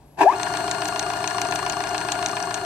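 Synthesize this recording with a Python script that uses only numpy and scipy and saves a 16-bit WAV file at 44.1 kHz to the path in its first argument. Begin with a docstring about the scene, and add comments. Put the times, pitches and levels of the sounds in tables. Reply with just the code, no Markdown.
"""Roller pump on a desk

A quiet room, two microphones close by. A stepper motor whistles faintly, judders and sweeps through
the resonance of its housing, then drives a small roller pump at about seven turns a second: a steady
step whine, a rattle that comes round with every turn, four roller knocks and, on most turns, a tick."""
import sys
import numpy as np
from scipy import signal
from scipy.fft import rfft, irfft, next_fast_len
from scipy.io import wavfile

SR = 44100
rng = np.random.default_rng(int(sys.argv[2]) if len(sys.argv) > 2 else 0)


def output_pcm(signal):
    """Save a mono or channel-first signal as 16-bit PCM at the path in sys.argv[1].

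    Samples are clipped to [-1, 1] before scaling.
    """
    pcm = np.clip(np.atleast_2d(signal).T, -1, 1) * 32767
    wavfile.write(sys.argv[1], SR, np.round(pcm).astype(np.int16))


N = 116865

STEPS_PER_TURN, CRUISE_HZ, CRUISE_S, FIRST_TURN_S = 200, 1421.15, .356, .279

# The microphone pair. Each row: frequency in Hz, then right minus left in dB (BALANCE),
# likeness from 0 to 1 (COHERENCE) or the left side's lead in radians (LEFT_LEAD).
BALANCE = [(150, 1.5), (310, -0.5), (400, -1.5), (520, -9.5), (660, -8.5), (800, 0), (1150, -9.5),
           (2500, -9.5), (5800, -9), (7100, -1.5), (8400, 4), (10000, 2.5), (15000, -2)]
COHERENCE = [(60, 1), (180, .94), (550, .92), (1650, .5), (5000, .8), (15000, .7)]
LEFT_LEAD = [(100, -0.35), (400, 0.31), (700, 0.098), (1500, -0.18), (4000, -1.73), (8000, -1.43),
             (15000, -1.74)]
# Noise colours at the left microphone. Each row: frequency in Hz, density in dB per Hz at unit drive.
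ROOM_COLOUR = [(20, -100), (35, -92), (48, -71), (80, -76.5), (150, -80.5), (300, -83.5), (700, -83.5),
               (1500, -100), (5000, -103), (16000, -114)]
JUDDER_COLOUR = [(40, -89), (250, -62.5), (310, -41), (350, -48.5), (405, -41), (480, -57.5), (550, -48.5),
                 (680, -39), (950, -38), (1300, -60.5), (1700, -48), (2000, -63.5), (2550, -51.5),
                 (3000, -66.5), (6000, -71), (9000, -80.5), (13000, -83.5), (16000, -105)]
RUB_COLOUR = [(30, -100), (250, -82.5), (400, -71), (510, -85.5), (690, -62.5), (1000, -68.5),
              (1300, -65.5), (1700, -78.5), (2000, -74.5), (2600, -78.5), (3300, -77), (4400, -75),
              (5000, -78.5), (6100, -76.5), (7300, -80), (7800, -85), (8400, -81.5), (10000, -91),
              (13300, -91), (16000, -108)]
RATTLE_COLOUR = [(25, -136), (38, -112), (50, -73), (100, -81), (150, -64.5), (250, -72.5), (305, -63),
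                 (335, -72), (375, -56), (415, -60.5), (450, -65.5), (520, -91), (580, -70.5), (660, -51),
                 (760, -56), (890, -66), (970, -68.5), (1150, -63.5), (1300, -80), (1500, -63), (1750, -60),
                 (2000, -103.5), (4000, -117), (16000, -130)]
THUD_COLOUR = [(100, -71.5), (410, -61), (460, -73), (540, -83), (680, -50.5), (880, -54.5), (1000, -46),
               (1150, -52), (1300, -58), (1650, -48), (1850, -52.5), (2100, -70.5), (16000, -120)]
CLACK_COLOUR = [(200, -170), (1200, -69), (2000, -61.5), (2550, -52), (3200, -60), (4200, -61.5),
                (5200, -64.5), (9000, -135), (16000, -110)]
CLICK_COLOUR = [(200, -103), (2000, -105), (4000, -80), (5000, -60.5), (6050, -55), (7000, -74),
                (8000, -71.5), (10000, -80.5), (13500, -84), (16000, -105)]
TICK_COLOUR = [(200, -95), (1500, -66), (2700, -52), (3300, -53), (4100, -45.5), (5000, -53), (6050, -47),
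               (7000, -51), (8000, -56), (10000, -76.5), (13500, -73), (16000, -92)]
SNAP_COLOUR = [(6000, -100), (9000, -55.5), (14000, -63), (16000, -75)]
# Room hum. Each row: frequency in Hz, level in dB.
HUM_TONES = [(48.4, -62), (145.3, -58)]
# The motor's ramp. Each row: time in seconds, steps per second, step tone in dB, its octave in dB.
MOTOR_RAMP = [(.17, 120.3, -74, -66), (0.223, 310.1, -45, -53), (.24, 403.6, -25, -40),
              (.252, 523.5, -27, -32), (.26, 615, -12.5, -42), (.266, 680, -6.5, -74),
              (.28, 816.8, -7.5, -25), (0.294, 934.5, -10.5, -37), (.302, 1004, -10, -46),
              (0.311, 1055, -25, -35), (.326, 1186, -19.5, -41), (.337, 1290, -53, -37),
              (.356, 1422, -48, -56), (.38, 1421, -50, -65)]
# Swell and fade of the judder, the whole running pump, the whine, and the knocks' thud and clatter.
# Each row: time in seconds, gain in dB.
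JUDDER_GAIN = [(.168, -49), (.176, -23), (.185, -18), (.192, -9.5), (.204, -11.5), (.21, 0), (.224, 0.5),
               (.236, -3), (.248, -11.5), (.27, -18), (.34, -11), (.38, -27.5)]
PUMP_EFFORT = [(.16, -80), (.19, -2.5), (.3, -7.5), (.345, -4.5), (.42, 0), (1.1, -0.5), (1.5, 0),
               (1.85, -1), (2.3, -.5), (2.64, -2.5)]
WHINE_GAIN = [(.17, -58), (.335, -28), (.358, 0)]
KNOCK_WEIGHT = [(.3, 0.5), (.7, -1.5), (1.2, 0), (1.5, 0.5), (1.85, -1), (2.05, 0), (2.6, -1.5)]
KNOCK_HARDNESS = [(.3, -4), (.7, -1.5), (1.2, 0), (1.7, 0.5), (2.6, -2)]
# The whine. Each row: cycles per turn, left and right in relative dB, lag of the right in radians.
WHINE_TONES = [(16, -49, -49, 0), (44, -45, -46, 0), (57, -43, -47, 0), (100, -32, -37, -.08),
               (134, -44, -47, -.6), (139, -46, -49, -.6), (200, -37, -48, -1.4), (300, -50, -63, 1.2),
               (400, -44.5, -49.5, 1.5), (600, -41.5, -51, .8), (650, -50, -58, 1.5), (1050, -54, -56, 1.8),
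               (1150, -48, -46, .3), (1300, -64, -59, 1.9), (1450, -66, -60, 1.5)]
# Housing resonances. Each row: start and length in seconds, pitch in Hz, peak in dB.
HOUSING_MODES = [(.224, 0.049, 388.6, -19.5), (.226, 0.019, 1725, -23), (0.326, .026, 710, -25),
                 (0.337, 0.029, 391, -26.5)]
# Four roller knocks, the second doubled. Each row: seconds into the turn,
# thud, clack and click in relative dB, ring pitch in Hz, ring in relative dB.
ROLLER_KNOCKS = [(.0112, -3.5, -0.5, 0.5, 1060, -26.5), (.0445, -2, -4, -1.5, 1630, -30),
                 (.0485, -4, -12, -31, 690, -21), (.0814, -8.5, -6, -5, 1143, -20.5),
                 (.1178, 0, 2, 1, 878, -33)]
# Loose parts. Each row: seconds into the turn, clack and click in relative dB, click scatter in dB.
LOOSE_CLICKS = [(.0295, -24, -32, 7), (.0362, -10, -19, 26.5), (.0643, -19, -14, 17), (.1055, -19, -5, 4),
                (.1335, -9.5, -7.5, 2)]
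# Pump head ticks. Each row: start in seconds, snap gain in dB, ping pitch in Hz, ping peak in dB.
HEAD_TICKS = [(0.4313, -8, 6104, -18), (0.5706, -12, 4700, -22), (0.7125, -4, 7080, -15.5),
              (.8545, -9.5, 5914, -28), (0.883, -12, 6120, -30), (0.994, -3.5, 6140, -11.5),
              (1.2752, -5, 6050, -13.5), (1.4161, -4, 5880, -23), (1.511, -15, 6340, -17.5),
              (1.5583, -9, 5700, -32), (1.6974, -7, 6705, -14), (1.98, -10, 5620, -28),
              (2.1192, -0.5, 6140, -17), (2.2604, -5.5, 6020, -8.5), (2.5421, -4.5, 6470, -13)]
# Bouncing rollers. Each row: start in seconds, thud gain in dB, clack gain in dB.
ROLLER_BOUNCES = [(.4655, 1, -9), (.549, -9, -3), (1.452, -6, -14), (1.592, -0.5, -12), (1.666, -0.5, -12),
                  (1.947, -5.5, 0.5), (2.012, -2, -15), (2.087, -3, -5), (2.369, -8, -4)]
# Tubing snaps. Each row: start in seconds, gain in dB.
TUBE_SNAPS = [(0.847, -9), (0.8852, -9), (1.413, -2), (1.5363, -12), (1.5529, -4)]


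def amp(db):
    return 10 ** (np.asarray(db) / 20)


def read(points, hz):
    """A curve's value at hz, on a log frequency axis."""
    f, value = np.transpose(points)
    return np.interp(np.log(hz + 1), np.log(f + 1), value)


def level(points):
    """Gain at every sample from a curve of seconds and dB."""
    return amp(np.interp(np.arange(N) / SR, *np.transpose(points)))


def drift(hz):
    """Random wander of unit size, mostly slower than hz."""
    lowpass = 1 + (np.fft.rfftfreq(N, 1 / SR) / hz) ** 4
    wander = irfft(rfft(rng.standard_normal(N)) / lowpass, N)
    return wander / wander.std()


def radiate(drive, colour):
    """Two white drives take a causal colour and reach the two microphones."""
    size = 2 * next_fast_len(N // 2 + 4096)
    hz = np.fft.rfftfreq(size, 1 / SR)
    log_gain = np.log(amp(read(colour, hz)) * np.sqrt(SR / 2))
    mirrored = np.r_[log_gain, log_gain[-2:0:-1]]
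    body = np.exp(signal.hilbert(mirrored).conj())[:len(hz)]  # minimum phase
    left, unrelated = rfft(drive, size) * body
    same = np.clip(read(COHERENCE, hz), 0, 1)
    right = same * left * np.exp(-1j * read(LEFT_LEAD, hz)) + np.sqrt(1 - same ** 2) * unrelated
    return irfft(np.array([left, right * amp(read(BALANCE, hz))]), size)[:, :N]


def bursts(times, dbs, decay_s, attack_s=.00029):
    """Envelope of blows that rise at once and die away; their powers add."""
    t, power = np.arange(N) / SR, np.zeros(N)
    for start, db in zip(times, dbs):
        near = (t > start) & (t < start + 10 * decay_s)
        age = t[near] - start
        power[near] += (amp(db) * np.minimum(age / attack_s, 1) * np.exp(-age / decay_s)) ** 2
    return np.sqrt(power) * np.exp(attack_s / decay_s)


def rings(times, pitches, dbs, rise_s, decay_s, right_db):
    """Struck tones that rise and die away, with their own gain at the right microphone."""
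    t, out = np.arange(N) / SR, np.zeros(N)
    for start, hz, db in zip(times, pitches, dbs):
        age = np.maximum(t - start, 0)
        shape = np.minimum(age / rise_s, np.exp((rise_s - age) / decay_s))
        out += amp(db) * shape * np.sin(2 * np.pi * hz * age)
    return out * amp([[0], [right_db]])


def noise():
    """Two channels of white noise."""
    return rng.standard_normal((2, N))


def worn(repeat_share=.65):
    """Roughness of the turning parts: a share comes back on every turn, the rest is chance."""
    period = round(SR * STEPS_PER_TURN / CRUISE_HZ)
    turn = irfft(np.exp(2j * np.pi * rng.random((2, period // 2 + 1))), period)
    repeating = turn[:, np.arange(N) % period] / turn.std()
    return np.sqrt(repeat_share) * repeating + np.sqrt(1 - repeat_share) * noise()


def every_turn(table):
    """Repeats rows that are timed within one turn; returns the columns."""
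    turns = np.arange(FIRST_TURN_S, N / SR, STEPS_PER_TURN / CRUISE_HZ)
    offset, *rest = np.tile(table, (len(turns), 1)).T
    return offset + np.repeat(turns, len(table)), *rest


def room():
    """Quiet room tone, with a faint hum alike at both microphones."""
    t = np.arange(N) / SR
    hum = sum(np.sqrt(2) * amp(db) * np.sin(2 * np.pi * hz * t) for hz, db in HUM_TONES)
    return radiate(noise(), ROOM_COLOUR) + hum


def coil_whistle(hz=11300, db=-70, start_s=.05, end_s=.19):
    """The energised coils whistle faintly before the motor gets going."""
    t = np.arange(N) / SR
    gate = np.clip(np.minimum(t - start_s, end_s - t) / .01, 0, 1)
    return np.sqrt(2) * amp(db) * gate * np.sin(2 * np.pi * hz * t)


def motor_steps():
    """Steps taken so far: the rate ramps up, then the driver holds it."""
    t = np.arange(N) / SR
    times, rates = np.transpose(MOTOR_RAMP)[:2]
    return np.cumsum(np.where(t < CRUISE_S, np.interp(t, times, rates), CRUISE_HZ)) / SR


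def spin_up(step, right_db=-7.5, right_lag_rad=-.12):
    """The first slow steps jolt the pump; then the step tone sweeps through the housing's resonance."""
    ramp = np.array(MOTOR_RAMP)
    phase = 2 * np.pi * step - np.array([[0], [right_lag_rad]])
    tone = sum(level(ramp[:, [0, k + 1]]) * np.sin(k * phase) for k in (1, 2))
    flutter = 1 + .05 * drift(hz=69)
    sweep = np.sqrt(2) * tone * flutter * amp([[0], [right_db]])
    jolts = np.diff(np.floor(step), prepend=0) / np.sqrt(np.gradient(step))  # one pulse a step
    rough_jolts = jolts * (1 + .5 * noise()) * np.array([[-1], [1]])
    judder = .47 * rough_jolts + .95 * noise()
    return sweep + radiate(judder * level(JUDDER_GAIN), JUDDER_COLOUR)


def rub():
    """The running pump rubs: a broad hiss whose level flickers by about a decibel."""
    return radiate(noise() * amp(drift(hz=120)), RUB_COLOUR)


def rattle():
    """The turning parts give a low rattle that comes round with every turn."""
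    return radiate(worn(), RATTLE_COLOUR)


def whine(step, gain_db=1.53, sway=.12, sway_rad=.13, waver=.21, waver_hz=24.7):
    """Tones locked to the shaft, swaying with the load four times a turn and wavering a little."""
    angle, out = 2 * np.pi * step / STEPS_PER_TURN, np.zeros((2, N))
    for order, left_db, right_db, lag in WHINE_TONES:
        start_phase, load_phase = 2 * np.pi * rng.random(2)
        load = np.sin(4 * angle + load_phase)
        size = 1 + sway * load + waver * drift(waver_hz)
        phase = order * angle + start_phase + sway_rad * load + waver * drift(waver_hz)
        out += size * amp([[left_db], [right_db]]) * np.sin(phase - np.array([[0], [lag]]))
    return np.sqrt(2) * amp(gain_db) * out * level(WHINE_GAIN)


def housing_swells():
    """Modes of the housing sound briefly during the spin-up."""
    t, out = np.arange(N) / SR, np.zeros(N)
    for start, length, hz, db in HOUSING_MODES:
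        arch = np.sin(np.pi * np.clip((t - start) / length, 0, 1))
        out += amp(db) * arch * np.sin(2 * np.pi * hz * (t - start))
    return out


def roller_knocks():
    """The rollers knock at the same places on every turn; the housing thuds and rings briefly."""
    times, thud_db, clack_db, click_db, ring_hz, ring_db = every_turn(ROLLER_KNOCKS)
    scatter_db = .3 * rng.uniform(-1, 1, len(times))
    detune, strength = rng.uniform(-1.25, 1, (len(times), 2)).T
    ring = rings(times, ring_hz * (1 + .039 * detune), ring_db + 3.5 * strength,
                 rise_s=.0022, decay_s=.0067, right_db=-12.5)
    thud = radiate(worn() * bursts(times, thud_db + scatter_db, decay_s=.0054), THUD_COLOUR)
    contact = clatter(times, clack_db + scatter_db, click_db + scatter_db)
    return level(KNOCK_WEIGHT) * (thud + ring) + level(KNOCK_HARDNESS) * contact


def clatter(times, clack_db, click_db):
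    """Plastic on plastic: a clack and a shorter, brighter click."""
    clack = radiate(noise() * bursts(times, clack_db, decay_s=.0047), CLACK_COLOUR)
    click = radiate(noise() * bursts(times, click_db, decay_s=.0018), CLICK_COLOUR)
    return clack + click


def chatter():
    """Loose parts click lightly between the knocks, louder on some turns."""
    times, clack_db, click_db, scatter_db = every_turn(LOOSE_CLICKS)
    return clatter(times, clack_db, click_db + scatter_db * rng.uniform(-.99, 1, len(times)))


def head_ticks(snap_s=.0017, rebound_s=.0021, rebound_db=-3.5, tail_db=-9.5, grit_db=2.5):
    """Plastic snaps in the pump head, mostly once a turn: a gritty snap, a rebound and a short tail."""
    times, dbs = np.transpose(HEAD_TICKS)[:2]
    snap = bursts(times, dbs, snap_s)
    rebound = bursts(times + rebound_s, dbs + rebound_db, snap_s)
    tail = bursts(times, dbs + tail_db, decay_s=.0075)
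    envelope = np.sqrt(snap ** 2 + rebound ** 2 + tail ** 2)
    grit = amp(grit_db * drift(hz=2460))
    return radiate(noise() * grit * envelope, TICK_COLOUR)


def head_pings():
    """Each tick rings the pump head at its own pitch, mostly in the left microphone."""
    times, _, pitches, dbs = np.transpose(HEAD_TICKS)
    return rings(times, pitches, dbs, rise_s=.00074, decay_s=.0012, right_db=-15.5)


def roller_bounces(count=3, gap_s=.00443, fade_db=-1.5):
    """Now and then a roller bounces: a quick cluster of fading blows."""
    start, thud_db, clack_db = np.transpose(ROLLER_BOUNCES)[:, :, None]
    bounce, out = np.arange(count), np.zeros((2, N))
    times = (start + gap_s * bounce).ravel()
    for db, colour in ((thud_db, THUD_COLOUR), (clack_db, CLACK_COLOUR)):
        blows = bursts(times, (db + fade_db * bounce).ravel(), decay_s=.0027)
        out += radiate(noise() * blows, colour)
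    return out


def tube_snaps():
    """The squeezed tubing gives a few thin, bright snaps."""
    return radiate(noise() * bursts(*np.transpose(TUBE_SNAPS), decay_s=.00075), SNAP_COLOUR)


def scene():
    """Motor, pump and room at the two microphones."""
    step = motor_steps()
    running = rub() + whine(step) + rattle() + roller_knocks() + chatter()
    starting = coil_whistle() + spin_up(step) + housing_swells()
    accents = roller_bounces() + head_ticks() + head_pings() + tube_snaps()
    return room() + starting + level(PUMP_EFFORT) * running + accents


def record(dry):
    """The recorder cuts the treble above 16.3 kHz."""
    lowpass = signal.firwin(511, 16300, window=("kaiser", 9), fs=SR)
    return signal.oaconvolve(dry, lowpass[None], "same")


dry = scene()
out = record(dry)
output_pcm(out)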